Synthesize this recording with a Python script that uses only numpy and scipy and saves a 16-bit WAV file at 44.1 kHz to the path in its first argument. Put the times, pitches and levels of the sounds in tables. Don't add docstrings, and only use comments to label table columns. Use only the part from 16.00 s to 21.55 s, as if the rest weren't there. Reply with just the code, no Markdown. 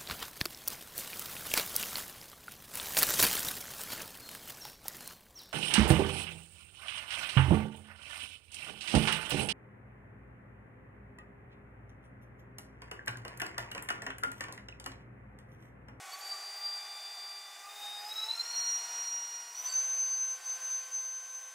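import sys
import numpy as np
from scipy import signal
from scipy.fft import rfft, irfft
from scipy.io import wavfile
from scipy.ndimage import uniform_filter1d

SR = 44100
rng = np.random.default_rng(int(sys.argv[2]) if len(sys.argv) > 2 else 0)


def wav_record(signal):
    frames = np.transpose(np.atleast_2d(signal))
    bounded = np.clip(frames, -1, 1)
    quanta = np.round(bounded * 32767).astype(np.int16)
    wavfile.write(sys.argv[1], SR, quanta)


N = 244618
TIME = np.arange(N) / SR
FREQS = np.fft.rfftfreq(N, 1 / SR)

# time in seconds, gain in dB.
RUSH_SWELL = [(0.0, 1.7), (0.25, 3), (1.52, -1.4), (1.68, -0.8), (1.85, 2.5), (1.95, 1.2), (3.0, 3.5),
              (3.11, 0.3), (3.5, -1.9), (3.69, 2.5), (4.21, -2.5), (4.62, 0.4), (4.97, -2.5), (5.08, -5.5),
              (5.54, -4.5)]


def undb(db):
    return 10 ** (np.asarray(db) / 20)


def db_curve(table):
    seconds, db = np.transpose(table)
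    return np.interp(TIME, seconds, db)


def amplitude_curve(table):
    seconds, db = np.transpose(table)
    return np.interp(TIME, seconds, undb(db))


def waver(rate_hz, order=2):
    motion = irfft(rfft(rng.standard_normal(N)) / (1 + 1j * FREQS / rate_hz) ** order, N)
    return motion / motion.std()


def shaft_speed():
    # start in seconds, new shaft rate in Hz, time constant in seconds.
    dial = [(.114, 394.06, .139), (1.622, 412.6, .085), (2.033, 440, .12), (2.266, 472.6, .102),
            (2.434, 476.1, .032), (3.533, 515.7, .093)]
    previous_hz = 374.7
    hz = np.full(N, previous_hz)
    for start, new_hz, lag in dial:
        hz += (new_hz - previous_hz) * (1 - np.exp(-np.maximum(TIME - start, 0) / lag))
        previous_hz = new_hz
    return hz * (1 + 0.000325 * waver(10.4))


def reflections(spread_s, strength, count=16):
    lags = spread_s * (np.arange(count) + rng.uniform(0.1986, 1, count)) / count
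    gains = np.exp(-lags / spread_s)
    return lags, strength * gains / np.linalg.norm(gains)


def flutter(hz, echoes, hop=32):
    lags, gains = echoes
    t, hz = TIME[::hop], hz[::hop]
    drift_hz = hz - np.interp(t - lags[-1], t, hz)
    gliding = np.tanh((drift_hz / 36) ** 2)
    cycles = np.cumsum(hz) * hop / SR
    reflected = sum(gain * np.exp(2j * np.pi * (np.interp(t - lag, t, cycles) - cycles + rng.random()))
                    for lag, gain in zip(lags, gains))
    field = 1 + gliding * reflected
    field /= np.sqrt(uniform_filter1d(abs(field) ** 2, int(.025 * SR / hop)))
    return np.interp(TIME, t, field)


def tone(hz, echoes, rough, shimmer, rough_hz):
    rattle = waver(rough_hz, order=1) + 1j * waver(rough_hz, order=1)
    rattle = signal.sosfilt(signal.butter(2, 700, fs=SR, output="sos"), rattle)
    phase = 2 * np.pi * (np.cumsum(hz) / SR + rng.random())
    modulation = 1 + shimmer * waver(20) + rough * rattle
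    return np.sqrt(2) * np.real(modulation * flutter(hz, echoes) * np.exp(1j * phase))


def stutter(surge, rate_hz):
    depth = .62 * surge
    return (1 + depth * np.tanh(2 * waver(rate_hz))) / np.sqrt(1 + depth ** 2 / 2)


def whine(shaft_hz, surge, echoes):
    # time in seconds, level in dB.
    main_levels = [(0, -70.2), (0.115, -66), (0.14, -44), (0.17, -73), (0.29, -45.5), (0.32, -39),
                   (0.35, -46), (0.61, -45), (0.65, -35.5), (0.86, -48), (1.38, -45.5), (1.46, -54),
                   (1.8, -60.9), (2.26, -44.5), (2.285, -62), (2.54, -44.5), (2.58, -35), (2.63, -40.5),
                   (2.68, -31), (2.87, -46), (3.07, -37.5), (3.53, -50.5), (3.62, -43.5), (3.67, -36),
                   (3.72, -67), (3.735, -26.5), (3.82, -33.4), (4.04, -31.5), (4.31, -38), (4.4, -77),
                   (4.51, -36.5), (4.59, -56), (4.66, -37), (4.76, -35), (4.81, -43), (4.91, -53.5),
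                   (4.945, -32), (5.0, -38), (5.27, -49.5), (5.34, -41), (5.54, -54.5)]
    # time in seconds, level in dB.
    lower_levels = [(0, -65.5), (0.6, -62), (0.85, -54), (1.68, -57), (1.94, -44.5), (2.08, -78),
                    (2.115, -40), (2.14, -69), (2.17, -42.5), (2.33, -36), (2.37, -76), (2.395, -33),
                    (2.44, -44.5), (2.62, -39), (2.8, -48), (3.66, -65), (3.7, -46), (3.86, -68),
                    (4.15, -54), (4.24, -69), (4.44, -58.5), (5.54, -76)]
    rasp = 1 + 0.41 * surge
    main = tone(12 * shaft_hz, echoes, rough=.1 * rasp, shimmer=.1, rough_hz=70)
    lower = tone(9 * shaft_hz, echoes, rough=.13 * rasp, shimmer=.14, rough_hz=60)
    out = 0
    for partial, levels in ((main, main_levels), (lower, lower_levels)):
        unsteady = stutter(surge, rate_hz=14.8) * undb(2.2 * np.tanh(waver(15)))
        out += amplitude_curve(levels) * unsteady * partial
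    return out


def hum(shaft_hz, surge, echoes, follows_rush=0.57, surge_db=1):
    speeds_hz = (375, 394, 413, 435, 476, 516)
    # multiple of the shaft rate, then level in dB before the swell at each of the six rates.
    harmonics = [(1, -79, -78, -77.5, -78, -77.5, -69.5), (2, -64, -66, -53.5, -58, -59, -62.5),
                 (3, -60, -62, -65.5, -57, -63.5, -58.5), (4, -62.5, -71.5, -69, -83, -63.5, -72),
                 (15, -69, -66.5, -79, -62, -61, -69.5)]
    swell_db = follows_rush * db_curve(RUSH_SWELL) + surge_db * surge
    out = 0
    for multiple, *levels_db in harmonics:
        gain = undb(np.interp(shaft_hz, speeds_hz, levels_db) + swell_db) * stutter(surge, rate_hz=3.6)
        out += gain * tone(multiple * shaft_hz, echoes, rough=0.076, shimmer=0.2, rough_hz=30.4)
    return out


def buzz(shaft_hz, echoes):
    # Low, middle and high shaft rate in Hz.
    speeds_hz = (394, 476, 516)
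    # multiple of the shaft rate, then relative level in dB at each of the three rates.
    harmonics = [(5, -67, -78, -76), (6, -65, -65, -72), (7, -88, -80, -74), (10, -75, -73, -78),
                 (11, -81, -69, -71), (13, -73, -65, -79), (14, -78, -88, -69), (16, -75, -76, -79),
                 (17, -77, -82, -75), (18, -69, -69, -80), (19, -71, -76, -78), (20, -76, -78, -88),
                 (21, -73, -82, -83), (22, -79, -78, -81), (23, -78, -84, -81), (24, -75, -76, -80),
                 (25, -85, -76, -85), (26, -82, -81, -88), (27, -79, -85, -79), (28, -78, -87, -87),
                 (30, -80, -79, -85), (32, -82, -88, -88), (33, -81, -88, -88), (35, -81, -88, -88),
                 (37, -79, -88, -88), (38, -81, -88, -88), (39, -83, -88, -88)]
    flicker = (waver(24) + 1j * waver(31)) / np.sqrt(2)
    out = 0
    for multiple, *levels_db in harmonics:
        hz = multiple * shaft_hz
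        flicker_share = min(multiple / 65, .6)
        contact = np.sqrt(1 - flicker_share) + np.sqrt(flicker_share) * np.roll(flicker, rng.integers(N))
        db = np.interp(shaft_hz, speeds_hz, levels_db) + 2.0 * waver(6.7)
        carrier = np.exp(2j * np.pi * np.cumsum(hz) / SR)
        out += undb(db) * np.real(contact * flutter(hz, echoes) * carrier)
    return np.sqrt(2) * undb(-0.5) * out


def housing(hz):
    # centre frequency in Hz, bandwidth in Hz, lift in dB.
    modes = [(710, 97, 13.5), (828, 39, 11), (1114, 144, 8.5), (1490, 39, 3), (1822, 38, 7), (1980, 130, 3),
             (2497, 68, 6.5), (2930, 166, 2), (4350, 490, -1.5), (6150, 45, 11)]
    return 1 + sum((undb(db) - 1) / (1 + (2 * (hz - centre) / width) ** 2) for centre, width, db in modes)


def bearing(shaft_hz):
    # multiple of the shaft rate, level in dB before the housing and the swell of the rush.
    partials = [(1.845, -86), (2.125, -70.5), (4.27, -84), (5.14, -71), (6.12, -74), (6.23, -73)]
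    out = 0
    for multiple, db in partials:
        hz = multiple * shaft_hz * (1 + 0.00201 * waver(18.0))
        gain = undb(db + 1.7 * waver(13.0)) * housing(hz)
        out += gain * np.sin(2 * np.pi * np.cumsum(hz) / SR)
    return out * undb(0.85 * db_curve(RUSH_SWELL))


def rush(shaft_hz, angle, echoes, cruise_hz=450):
    # frequency in Hz, spectral density level in dB.
    source_colour = [(25, -130), (60, -121), (150, -115), (250, -107), (450, -95.5), (700, -96.5),
                     (1500, -91), (3300, -95.5), (5800, -93), (8500, -93), (11000, -99), (15500, -107)]
    # gain in dB at
    # cruise_hz, change in dB per Hz of shaft rate.
    band_gains = [(-2.68, -0.012), (2, 0.0069), (-0.5, 0.0136)]
    hz, db = np.transpose(source_colour)
    colour = undb(np.interp(np.log(FREQS + 1), np.log(hz), db)) * housing(FREQS) * np.sqrt(SR / 2)
    comb = 1 + 0.48 * sum(gain * np.exp(-2j * np.pi * FREQS * lag) for lag, gain in zip(*echoes))
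    scrape = rng.standard_normal(N) * (1 + 0.097 * np.cos(angle))
    spectrum = rfft(scrape / scrape.std()) * colour * comb / np.sqrt(np.mean(abs(comb) ** 2))
    low = 1 / (1 + (FREQS / 1300) ** 4)
    high = 1 - 1 / (1 + (FREQS / 5000) ** 4)
    out = 0
    for band, (band_db, slope) in zip((low, 1 - low - high, high), band_gains):
        gain = undb(band_db + slope * (shaft_hz - cruise_hz) + 0.44 * waver(8.3))
        out += gain * irfft(spectrum * band, N)
    return out * undb(db_curve(RUSH_SWELL))


def sparks(surge):
    band = np.exp(-((FREQS - 14000) / 2000) ** 2)
    sizzle = irfft(rfft(rng.standard_normal(N)) * band, N)
    return undb(-70 + 3 * waver(25)) * surge * sizzle / sizzle.std()


def squeaks(angle):
    # time of the peak in seconds, multiple of the shaft rate, half-power length in seconds,
    # level in dB before the tremble.
    passages = [(0.138, 31, .017, -49), (0.137, 3, 0.061, -42.5), (0.204, 31, .02, -50.5),
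                (.29, 18, 0.12, -54), (.29, 30, 0.054, -57), (0.345, 3, 0.048, -44), (.6, 39, .08, -59),
                (1.675, 3, .04, -47), (1.72, 38, .1, -62), (1.81, 32, .1, -62), (1.86, 33, .1, -59),
                (2.12, 31, 0.076, -59), (2.14, 32, .2, -58), (2.608, 30, .1, -61), (3.6, 30, 0.081, -62),
                (3.668, 24, .1, -56), (3.7, 15, .035, -44)]
    tremble = .6 + .45 * (waver(30) + 1j * waver(30))
    out = np.zeros(N)
    for peak, multiple, length, db in passages:
        near = abs(TIME - peak) < 2 * length
        swell = np.exp(-2 * np.log(2) * ((TIME[near] - peak) / length) ** 2)
        own_tremble = np.roll(tremble, rng.integers(N))[near]
        out[near] += undb(db) * swell * np.real(own_tremble * np.exp(1j * multiple * angle[near]))
    return out


def scene():
    shaft_hz = shaft_speed()
    angle = 2 * np.pi * np.cumsum(shaft_hz) / SR
    acceleration = np.maximum(np.gradient(shaft_hz) * SR, 0)
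    surge = np.tanh(uniform_filter1d(acceleration, SR // 12) / 90)
    echoes = reflections(spread_s=.085, strength=.8)
    tones = whine(shaft_hz, surge, echoes) + hum(shaft_hz, surge, echoes) + buzz(shaft_hz, echoes)
    tool = tones + squeaks(angle) + bearing(shaft_hz) + rush(shaft_hz, angle, echoes) + sparks(surge)
    return np.array([tool, tool])


def record(dry):
    cutoff_hz = 15750
    return signal.sosfilt(signal.ellip(12, .1, 80, cutoff_hz, fs=SR, output="sos"), dry)


dry = scene()
out = record(dry)
wav_record(out)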